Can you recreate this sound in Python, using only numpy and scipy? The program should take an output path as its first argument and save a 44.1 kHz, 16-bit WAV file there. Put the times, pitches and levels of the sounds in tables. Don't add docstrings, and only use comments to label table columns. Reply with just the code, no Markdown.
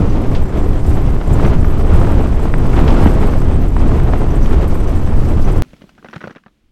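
import sys
import numpy as np
from scipy import signal
from scipy.fft import rfft, irfft, next_fast_len
from scipy.io import wavfile
from scipy.ndimage import uniform_filter1d, minimum_filter1d

SR = 44100
rng = np.random.default_rng(int(sys.argv[2]) if len(sys.argv) > 2 else 0)


def store_pcm(level_fs):
    pcm = np.round(np.clip(level_fs, -1, 1) * 32767).astype(np.int16)
    wavfile.write(sys.argv[1], SR, np.atleast_2d(pcm).T)


N = 296263
TIME = np.arange(N) / SR
STORM_END_S = 5.622
CUTOFF_HZ = 17200

# frequency in Hz, relative power density in dB.
BUFFET_SPECTRUM = [(1, -39), (6, -1.5), (13, 0.5), (22, 2), (45, -7), (70, -8), (110, -21), (170, -23),
                   (300, -28), (700, -59), (2000, -91)]
BOOM_SPECTRUM = [(20, -33), (50, -9), (75, 2.5), (120, -1), (165, -8), (300, -28.5), (1000, -71)]
FLUTTER_SPECTRUM = [(80, -8.5), (170, -0.5), (250, 2), (330, 0.5), (420, -2), (550, -8.5), (750, -13.5),
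                    (1100, -33.5), (3000, -72.5)]
CLAP_SPECTRUM = [(300, -19.5), (550, 1.5), (750, 2), (1100, 0), (1400, -5.5), (2000, -14), (3500, -29.5),
                 (8000, -66.5)]
RUSTLE_SPECTRUM = [(600, -27.5), (1300, -0.5), (2000, 2), (3000, -1.5), (4000, -8), (5500, -15),
                   (8000, -18.5), (15000, -50)]
HISS_SPECTRUM = [(2500, 0.5), (5000, 13), (8000, 5.5), (10000, 2), (12500, 0.5), (14000, -13), (16000, -23)]
FLICK_SPECTRUM = [(20, -37), (80, -26), (200, -7), (330, 2.5), (550, 1.5), (850, 1), (1500, 5.5),
                  (2200, -4), (3200, -10), (4500, -20), (6000, -21.5), (8000, -44), (15000, -61)]
BREEZE_SPECTRUM = [(5, -30), (20, -14), (45, -17), (90, -23), (150, -7.5), (220, -6.5), (300, -9.5),
                   (420, -19.5), (1000, -28.5), (3000, -28.5), (7000, -39), (15000, -47.5)]
DRAUGHT_SPECTRUM = [(5, -26), (20, 5), (65, -1), (100, -8), (200, -26), (1000, -57)]

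# time in seconds, wind strength in dB.
WIND = [(0.0, 1), (0.49, -3), (0.58, 2.2), (0.83, -3.5), (0.91, 1.5), (1.19, -2.5), (1.33, 1.5),
        (1.46, 6.5), (1.6, -1.5), (1.85, 0), (2.01, 5.5), (2.37, -1.2), (2.70, 2.5), (2.76, 5), (3.04, 9),
        (3.16, 2), (3.28, 4.5), (3.38, 1.5), (3.72, -3), (3.82, 0.5), (4.35, 0), (4.59, -0.5), (4.74, -3),
        (5.59, 0.4)]
# middle
# in seconds, swell in dB, length in seconds.
EDDIES = [(.23, -10, 0.1), (.35, 2, 0.32), (.51, -14, 0.082), (.69, 3, 0.12), (.79, -5, 0.076),
          (.92, 0.5, 0.21), (1.1, -2, 0.1), (1.24, -9, 0.084), (1.32, 1.5, .09), (1.58, 3.5, 0.41),
          (1.94, 4, 0.32), (2.17, 1, 0.17), (2.46, -1.5, 0.11), (2.62, 1.5, 0.4), (2.9, 3.5, 0.4),
          (3.05, 3.5, 0.088), (3.25, 3, 0.12), (3.37, 3, 0.061), (3.55, 1, 0.37), (3.84, 3, 0.21),
          (4.05, 0, 0.17), (4.31, -2, 0.12), (4.43, 6, 0.091), (4.53, 2.5, 0.27), (4.65, -0.5, 0.13),
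          (5.18, 5, 0.12), (5.45, 4.5, 0.15)]
# middle in seconds, dip in dB.
LULLS = [(.516, -2.5), (2.4, -2), (2.51, -3.5), (5.54, -1)]
LULL_S = 0.066
# time in seconds, relative level in dB.
BOOM_LEVEL = [(0.0, -11.5), (0.06, -20.5), (0.11, -11.5), (0.19, -19), (0.83, -18), (1.0, -13.5),
              (1.04, -22), (1.08, -14), (1.25, -24), (1.29, -14), (1.89, -17.5), (1.93, -12.5),
              (2.51, -19.5), (2.76, -9.5), (2.82, -14), (2.85, -3.5), (2.96, -20.5), (3.07, -5), (3.1, -17),
              (3.55, -14), (3.7, -26.5), (3.82, -21), (3.85, -25), (3.94, -9.5), (3.98, -13.5), (4.33, -19),
              (4.37, -15.5), (4.48, -27), (4.54, -11.5), (4.71, -19.5), (5.15, -17), (5.18, -12),
              (5.21, -14), (5.6, -16)]
# middle in seconds, length in seconds,
# swell of the dull flutter in dB, swell of claps and rustle in dB.
BILLOWS = [(0.03, 0.12, 2, 0), (0.2, 0.24, 4, 1), (0.64, 0.1, 0.5, -3), (0.74, 0.079, 1, 1),
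           (1.315, 0.08, 3, 1), (1.399, 0.047, 1, 2.5), (1.541, 0.045, -0.5, 6), (1.834, 0.085, 5.5, 3),
           (1.946, 0.11, -1, 3), (2.2, 0.061, 5, 1.5), (2.45, 0.19, 2.5, 4), (2.65, 0.084, 5, 2.5),
           (2.762, 0.12, -0.5, 2.5), (2.886, 0.1, 2.5, 1.5), (3.073, 0.035, 0, 5), (3.229, .1, 3, 3),
           (3.326, 0.08, 1.5, 1.5), (3.52, 0.22, 3, 1.5), (3.934, 0.21, 4, 2), (4.09, 0.042, 1.5, 2),
           (4.144, 0.055, 3.5, 3.5), (4.518, 0.085, 4.5, 4.5), (4.628, 0.065, 2, 4), (5.073, 0.035, -1, 3),
           (5.317, 0.054, 3.5, 3), (5.487, 0.054, 4, 5.5)]
# start in seconds, relative strength in dB,
# frequency in Hz that scales the pass band, decay time of the shiver in seconds.
SNAPS = [(.174, -10, 850, 0.0035), (.349, -22, 3400, 0.14), (.558, -24, 1310, 0.035),
         (0.614, -4, 564, .016), (.7688, -10, 850, 0.0026), (.972, -16, 1300, 0.026),
         (1.162, -17, 1000, .003), (1.212, -14, 1700, 0.029), (1.397, -14.5, 1300, 0.039),
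         (1.448, -14, 1700, 0.071), (1.536, -23, 1200, .025), (1.644, -12.5, 1350, 0.037),
         (1.811, -22, 1200, 0.021), (1.942, -11, 1150, 0.023), (2.014, -9, 900, .025),
         (2.197, -3, 600, .003), (2.213, -18, 1400, .016), (2.455, -8, 805, 0.025),
         (2.5395, -1, 1400, 0.009), (2.654, -19, 1100, .016), (2.732, -11.5, 1190, 0.1),
         (2.766, -16, 2000, 0.044), (2.841, -10, 1200, 0.022), (2.878, -17, 2870, 0.091),
         (2.895, -16.5, 1100, .02), (2.905, -19.5, 3000, 0.048), (2.914, -12, 900, 0.019),
         (3.0592, 14.5, 720, 0.0018), (3.061, 15, 330, 0.0044), (3.228, -15, 1290, .025),
         (3.285, -12, 950, .035), (3.335, -12.5, 1090, 0.04), (3.765, -11, 1200, 0.024),
         (3.917, -15.5, 1200, 0.018), (3.999, -14, 1590, 0.018), (4.0805, -9, 700, 0.004),
         (4.088, -12.5, 900, 0.035), (4.136, 2.5, 900, 0.0027), (4.266, -14, 900, 0.0024),
         (4.285, -8, 850, 0.003), (4.459, -19.5, 3600, 0.015), (4.477, -18, 950, 0.024),
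         (4.511, -13, 950, .018), (4.531, -17, 1400, 0.016), (4.588, -12, 900, 0.0024),
         (4.755, -13, 1100, .02), (5.0753, -6.5, 850, .005), (5.3052, -9, 750, .004),
         (5.381, -11.5, 1100, 0.014), (5.484, -17, 1420, 0.026), (5.574, -27, 1100, .018)]
# frequency in Hz, relative level in dB,
# 60 dB decay time in seconds.
PULL_MODES = [
    [(4650, -6, 0.027), (5960, 6.5, 0.032), (6450, -7.5, 0.027), (7140, -14, 0.018), (14210, -0.5, 0.023)],
    [(6360, -21.5, .025), (7280, -6.5, 0.041), (8350, -3.5, 0.031), (8350, 2, 0.01), (9400, -13, 0.05),
     (11580, -8, 0.059), (12000, -13, .012), (12500, -7, 0.025)],
]
# start in seconds, relative level in dB, index of the pull,
# brightness in dB per octave.
CLINKS = [(.095, -41, 0, -9), (.79, -41, 1, -19), (.863, -35, 1, 0), (0.892, -35, 1, -8),
          (0.945, -35, 1, -3), (1.329, -28, 1, -8), (1.34, -46, 1, 3), (1.465, -39, 0, -5),
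          (1.65, -50, 0, 8), (1.78, -43, 1, 13), (1.94, -37, 1, 6), (2.115, -37, 1, 3), (3.039, -35, 1, 14),
          (3.136, -38, 1, -1), (3.20, -37, 1, -5), (3.268, -36, 1, -2), (3.305, -46, 0, 3),
          (3.613, -48.5, 0, 12), (3.96, -43, 1, 8), (4.306, -44, 0, -2), (4.354, -36, 1, -7),
          (4.424, -36, 0, -3), (4.677, -38, 1, 8), (4.742, -37, 1, 6), (4.875, -40.5, 0, -3),
          (4.96, -42, 1, 6), (5.30, -46, 1, 14), (5.445, -45, 0, 0), (5.516, -36, 1, -3)]
CLINK_PIVOT_HZ = (6000, 8400)
# start in seconds, relative crack level in dB,
# brightness in dB per octave.
FLICKS = [(5.634, -38, 4), (5.64, -40, -6), (5.648, -46, 4), (5.6915, -54, 8), (5.733, -42, 8),
          (5.74, -44, 3), (5.7655, -48, 9), (5.812, -46, 1), (5.819, -39, 5), (5.823, -45, 8),
          (5.8403, -34.5, -8.5), (5.8928, -38, 4), (5.897, -43.5, 8), (5.979, -40, -1), (5.983, -44, 2),
          (5.986, -43, 1), (5.994, -47, 1), (6.027, -36, -5), (6.0456, -29, -2), (6.0483, -34, 2),
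          (6.058, -30, -3), (6.062, -39, 0), (6.065, -33, -6), (6.0863, -30, 3), (6.0985, -39, 2),
          (6.111, -39, 6), (6.1304, -26, -1.5), (6.1330, -26.5, -4.5), (6.1357, -26, 2), (6.1414, -26, 0),
          (6.156, -31, -1), (6.1600, -28, 4.5), (6.1636, -26, 2), (6.1664, -30, -2), (6.180, -41, 6),
          (6.207, -31, 1), (6.211, -29.5, 1), (6.2157, -23.5, -0.5), (6.227, -33, 2), (6.2363, -32, -1),
          (6.238, -32, -3), (6.2407, -20, -5), (6.2422, -31, 3), (6.2464, -31, 1), (6.2532, -36, 2),
          (6.260, -31, -3), (6.2733, -32, 3), (6.2786, -27, 0), (6.297, -28, -5), (6.302, -35, -4),
          (6.3079, -26.5, -1.5), (6.311, -32, 1), (6.3267, -43, 6), (6.351, -35, 2), (6.36, -31.5, -3),
          (6.364, -36, 1.5), (6.369, -29.5, -2.5), (6.382, -40, 2), (6.437, -45.5, 3), (6.4624, -31.5, -3),
          (6.4674, -36, -2.5), (6.482, -44, 0)]
# start in seconds, relative thump level in dB,
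# thump pitch in Hz, relative level of the hollow knock in dB.
THUMPS = [(5.631, -31, 260, -48), (5.660, -36, 150, -55), (5.734, -31, 233, -33), (5.819, -30, 232, -33),
          (5.84, -34, 200, -47), (5.985, -34.5, 235, -47), (6.048, -30, 200, -26), (6.052, -35, 235, -42),
          (6.089, -32.5, 245, -46), (6.143, -33, 200, -35), (6.162, -17.5, 169, -27),
          (6.210, -39, 220, -41), (6.225, -35, 250, -42), (6.2412, -25, 215, -32), (6.2523, -36, 200, -30),
          (6.260, -31, 195, -38), (6.274, -21, 172, -17.5), (6.279, -29, 190, -34), (6.309, -32, 225, -40),
          (6.362, -36, 230, -42), (6.4625, -36, 219, -47)]
# middle in seconds, swell in dB, length in seconds.
PUFF = [(6.2, 9, 0.57)]
# time in seconds, level in dB.
DRAUGHT_LEVEL = [(5.65, -52), (5.8, -58), (6.0, -58), (6.12, -66), (6.4, -70), (6.51, -58), (6.6, -66.5),
                 (6.66, -55), (6.72, -62.5)]

BUFFET_DB, BUFFET_FOLLOWS = -10.5, 0.06
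FLUTTER_DB, FLUTTER_FOLLOWS = -23, 0.93
CLAP_DB, CLAP_FOLLOWS = -32.5, 1.01
RUSTLE_DB, RUSTLE_FOLLOWS = -43.5, 0.88
JINGLE_DB, JINGLE_FOLLOWS = -53, 0.41
HISS_DB, HISS_FOLLOWS = -53.5, 0.61
BOOM_DB = -2.5
JINGLE_BUILD_DB, JINGLE_BUILD_S = 8, 0.36
SNAP_JERK = 0.48
CUT_DB, CUT_RISE_S = -5, 0.014
BREEZE_DB, BREEZE_FADE_DB_PER_S = -49, 15.5
CRINKLES_PER_S, CRINKLE_DB = 45, 2


def from_db(db):
    return 10 ** (np.asarray(db) / 20)


def rms_one(x):
    return x / np.sqrt(np.mean(x ** 2) + 1e-20)


def in_time(rows):
    s, *columns = np.transpose(rows)
    return [np.interp(TIME, s, c) for c in columns]


def swells(rows):
    total_db = 0
    for s, db, length_s in rows:
        phase = np.clip((TIME - s) / length_s, -0.5, 0.5)
        total_db = total_db + db * np.cos(np.pi * phase) ** 2
    return total_db


def drift(rate_hz):
    step, settle = 40, 2000
    r = np.exp(-2 * np.pi * rate_hz * step / SR)
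    noise = rng.standard_normal(N // step + settle + 2)
    slow = signal.lfilter([1], [1, -2 * r, r * r], noise)[settle:]
    return np.interp(np.arange(N) / step, np.arange(len(slow)), rms_one(slow))


def coloured(x, spectrum):
    size = 2 * next_fast_len(len(x) // 2 + SR // 4)
    hz, db = np.transpose(spectrum)
    grid = np.maximum(np.arange(size // 2 + 1) * SR / size, 1)
    gain = rms_one(from_db(np.interp(np.log(grid), np.log(hz), db)))
    cepstrum = irfft(np.log(gain))
    cepstrum[1:size // 2] *= 2
    cepstrum[size // 2 + 1:] = 0
    response = np.exp(rfft(cepstrum))
    return irfft(rfft(x, size) * response)[:len(x)]


def evened(x, span_s):
    window = signal.windows.hann(max(int(span_s * SR), 9))
    weight = signal.fftconvolve(np.ones(N), window, "same")
    power = signal.fftconvolve(x ** 2, window, "same") / weight
    return x / np.sqrt(np.abs(power) + 1e-12)


def noise_of(spectrum, span_s):
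    return evened(coloured(rng.standard_normal(N), spectrum), span_s)


def clicks_at(times, sizes):
    out = np.zeros(N)
    out[(np.asarray(times) * SR).astype(int)] = sizes
    return out


def grains(per_s, spread_db):
    sizes = from_db(spread_db * np.minimum(rng.exponential(1, N), 4))
    return (rng.random(N) < per_s / SR) * sizes * rng.choice([-1, 1], N)


def bursts(clicks, t60):
    r = from_db(-120 / (t60 * SR))
    power = signal.lfilter([1 - r], [1, -r], clicks ** 2 + 1e-18)
    return np.sqrt(power) * rng.standard_normal(len(clicks))


def ring(clicks, hz, t60):
    r, w = from_db(-60 / (t60 * SR)), 2 * np.pi * hz / SR
    return signal.lfilter([0, np.sin(w)], [1, -2 * r * np.cos(w), r * r], clicks + 1e-18)


def loose_ring(clicks, hz, t60, wander):
    turn = np.exp(2j * np.pi * np.cumsum(hz * (1 + wander * drift(30))) / SR)
    r = from_db(-60 / (t60 * SR))
    return np.imag(turn * signal.lfilter([1], [1, -r], clicks / turn + 1e-18))


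def add(out, s, sound):
    i = int(s * SR)
    out[i:i + len(sound)] += sound[:N - i]


def buffeting(wind_db, lumpy_db=1.0):
    lumps_db = lumpy_db * evened(drift(21.4), span_s=0.68)
    level_db = BUFFET_DB + BUFFET_FOLLOWS * wind_db + swells(EDDIES) + lumps_db
    return from_db(level_db) * noise_of(BUFFET_SPECTRUM, span_s=0.11)


def booming(lumpy_db=1.5):
    level_db, = in_time(BOOM_LEVEL)
    return from_db(BOOM_DB + level_db + lumpy_db * drift(13)) * noise_of(BOOM_SPECTRUM, span_s=0.06)


def fabric(wind_db, whip_db=0.45, ripple_db=-1.14, surge_db=1.34):
    whip = from_db(whip_db * drift(17) + ripple_db * drift(110))

    def layer(per_s, spread_db, noise, spectrum, span_s, level_db):
        impacts = rms_one(grains(per_s, spread_db)) + noise * rng.standard_normal(N)
        return from_db(level_db) * evened(coloured(impacts * whip, spectrum), span_s)

    flutter = layer(700, 2.5, 1.35, FLUTTER_SPECTRUM, 0.052, FLUTTER_DB + FLUTTER_FOLLOWS * wind_db)
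    clapping = layer(600, 1.5, 1.0, CLAP_SPECTRUM, 0.27, CLAP_DB + CLAP_FOLLOWS * wind_db)
    rustle = layer(3000, 3.0, 0.98, RUSTLE_SPECTRUM, 1.0, RUSTLE_DB + RUSTLE_FOLLOWS * wind_db)
    dull = from_db(swells((s, db, length_s) for s, length_s, db, _ in BILLOWS))
    bright = from_db(swells((s, db, length_s) for s, length_s, _, db in BILLOWS))
    return from_db(surge_db * drift(10)) * (dull * flutter + bright * (clapping + rustle))


def snaps(snap_db=-2, shiver=1.71, top=2.6):
    out, click = np.zeros(N), signal.unit_impulse(SR // 10)
    for s, strength_db, hz, length_s in SNAPS:
        shivering = shiver * np.sqrt(length_s * hz / 30) * bursts(click, length_s)
        pull = SNAP_JERK * click + shivering
        band = signal.butter(2, [0.33 * hz, 1.13 * hz], "band", fs=SR, output="sos")
        dulling = signal.butter(2, min(top * hz, CUTOFF_HZ), fs=SR, output="sos")
        gain = from_db(strength_db + snap_db) * SR / (3 * hz)
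        add(out, s, gain * signal.sosfilt(np.vstack([band, dulling]), pull))
    return out


def zip_pulls(wind_db, swing_db=-0.5, uneven_db=2.0, skid_t60=0.09, skid=1.0,
              clink_db=-2, jolt_db=2.5, wander=0.0095):
    shake_db = JINGLE_DB + JINGLE_FOLLOWS * wind_db + jolt_db * drift(24)
    shake_db = shake_db - JINGLE_BUILD_DB * np.maximum(1 - TIME / JINGLE_BUILD_S, 0)
    out = np.zeros(N)
    for which, (modes, chatter_db) in enumerate(zip(PULL_MODES, (-12, -2.5))):
        touches = grains(per_s=450 * from_db(swing_db * drift(27.6)), spread_db=-1.0)
        own_clinks = [(s, db, tilt) for s, db, pull, tilt in CLINKS if round(pull) == which]
        times, clinks_db, tilts_db = np.transpose(own_clinks)
        chatter = np.zeros(N)
        for hz, mode_db, t60 in modes:
            contact = rng.standard_normal(N) * from_db(uneven_db * drift(9))
            chatter += from_db(mode_db) * loose_ring(touches * contact, hz, t60, wander)
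            octaves = np.log2(hz / CLINK_PIVOT_HZ[which])
            clinks = clicks_at(times, from_db(clinks_db + clink_db + mode_db + tilts_db * octaves))
            strike = 0.35 * clinks + skid * bursts(clinks, skid_t60)
            out += loose_ring(strike, hz, t60, wander)
        out += from_db(shake_db + chatter_db) * evened(chatter, span_s=0.29)
    return out


def hiss(wind_db, flicker_db=2.5):
    rubbing = rms_one(grains(per_s=3600, spread_db=-3)) + 0.6 * rng.standard_normal(N)
    level_db = HISS_DB + HISS_FOLLOWS * wind_db + flicker_db * drift(23)
    return from_db(level_db) * rms_one(coloured(rubbing, HISS_SPECTRUM))


def scene_cut(gale):
    rise = np.exp(np.minimum(TIME - STORM_END_S, 0) / CUT_RISE_S)
    return (1 - rise) * gale + rise * from_db(CUT_DB)


def flicks(flick_db=19.5, snap=0.46, crumple=0.55, crumple_s=0.005, tent_db=-15, tent_t60=0.1,
           fold_db=4):
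    out, click = np.zeros(N), signal.unit_impulse(SR // 5)
    grid = np.geomspace(20, 15000, num=50)
    hz, db = np.transpose(FLICK_SPECTRUM)
    cloth_db = np.interp(np.log(grid), np.log(hz), db)
    for s, crack_db, tilt_db in FLICKS:
        colour_db = cloth_db + tilt_db * np.log2(grid) + fold_db * rng.standard_normal(len(grid))
        crack = snap * click + from_db(tent_db) * bursts(click, tent_t60)
        late = rng.uniform(0.1, 1, size=4)
        folds = crumple * np.exp(-2 * late) * rng.choice([-1, 1], len(late))
        crack[(late * crumple_s * SR).astype(int)] += folds
        add(out, s, from_db(flick_db + crack_db) * coloured(crack, np.c_[grid, colour_db]))
    return out


def thumps(thump_db=0.5, thump_t60=0.036, knock_db=1.0, knock_hz=540, knock_t60=0.017, stir=0.78):
    out, click = np.zeros(N), signal.unit_impulse(SR // 5)
    for s, db, hz, hollow_db in THUMPS:
        push = click + stir * bursts(click, t60=0.047)
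        thump = from_db(db + thump_db) * ring(push, hz, thump_t60)
        knock = from_db(hollow_db + knock_db) * ring(click, knock_hz, knock_t60)
        add(out, s, thump + knock)
    return signal.sosfilt(signal.butter(2, 90, "high", fs=SR, output="sos"), out)


def breeze_level():
    fade_db = BREEZE_FADE_DB_PER_S * np.maximum(TIME - STORM_END_S, 0)
    return BREEZE_DB - fade_db + swells(PUFF)


def crinkles():
    ticks = grains(CRINKLES_PER_S, spread_db=4.0) * from_db(breeze_level() + CRINKLE_DB)
    return coloured(ticks + bursts(ticks, t60=0.021), RUSTLE_SPECTRUM)


def breeze(lumpy_db=3):
    murmur = from_db(breeze_level()) * noise_of(BREEZE_SPECTRUM, span_s=0.15)
    draught_db, = in_time(DRAUGHT_LEVEL)
    draught = from_db(draught_db + lumpy_db * drift(9.6)) * noise_of(DRAUGHT_SPECTRUM, span_s=0.17)
    return murmur + draught


def scene():
    wind_db, = in_time(WIND)
    lull = from_db(swells((s, db, LULL_S) for s, db in LULLS))
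    roar = buffeting(wind_db) + booming() + fabric(wind_db) + hiss(wind_db)
    gale = lull * roar + snaps() + zip_pulls(wind_db)
    calm = flicks() + thumps() + crinkles() + breeze()
    return np.where(TIME < STORM_END_S, scene_cut(gale), calm)[None]


def record(dry, drive_db=0.5):
    x = from_db(drive_db) * dry
    size = 21
    needed = 1 / np.maximum(np.abs(x), 1)
    gain = uniform_filter1d(minimum_filter1d(needed, size=size), size=size)
    low_pass = signal.cheby2(14, 60, CUTOFF_HZ, fs=SR, output="sos")
    return signal.sosfilt(low_pass, x * gain)


dry = scene()
out = record(dry)
store_pcm(out)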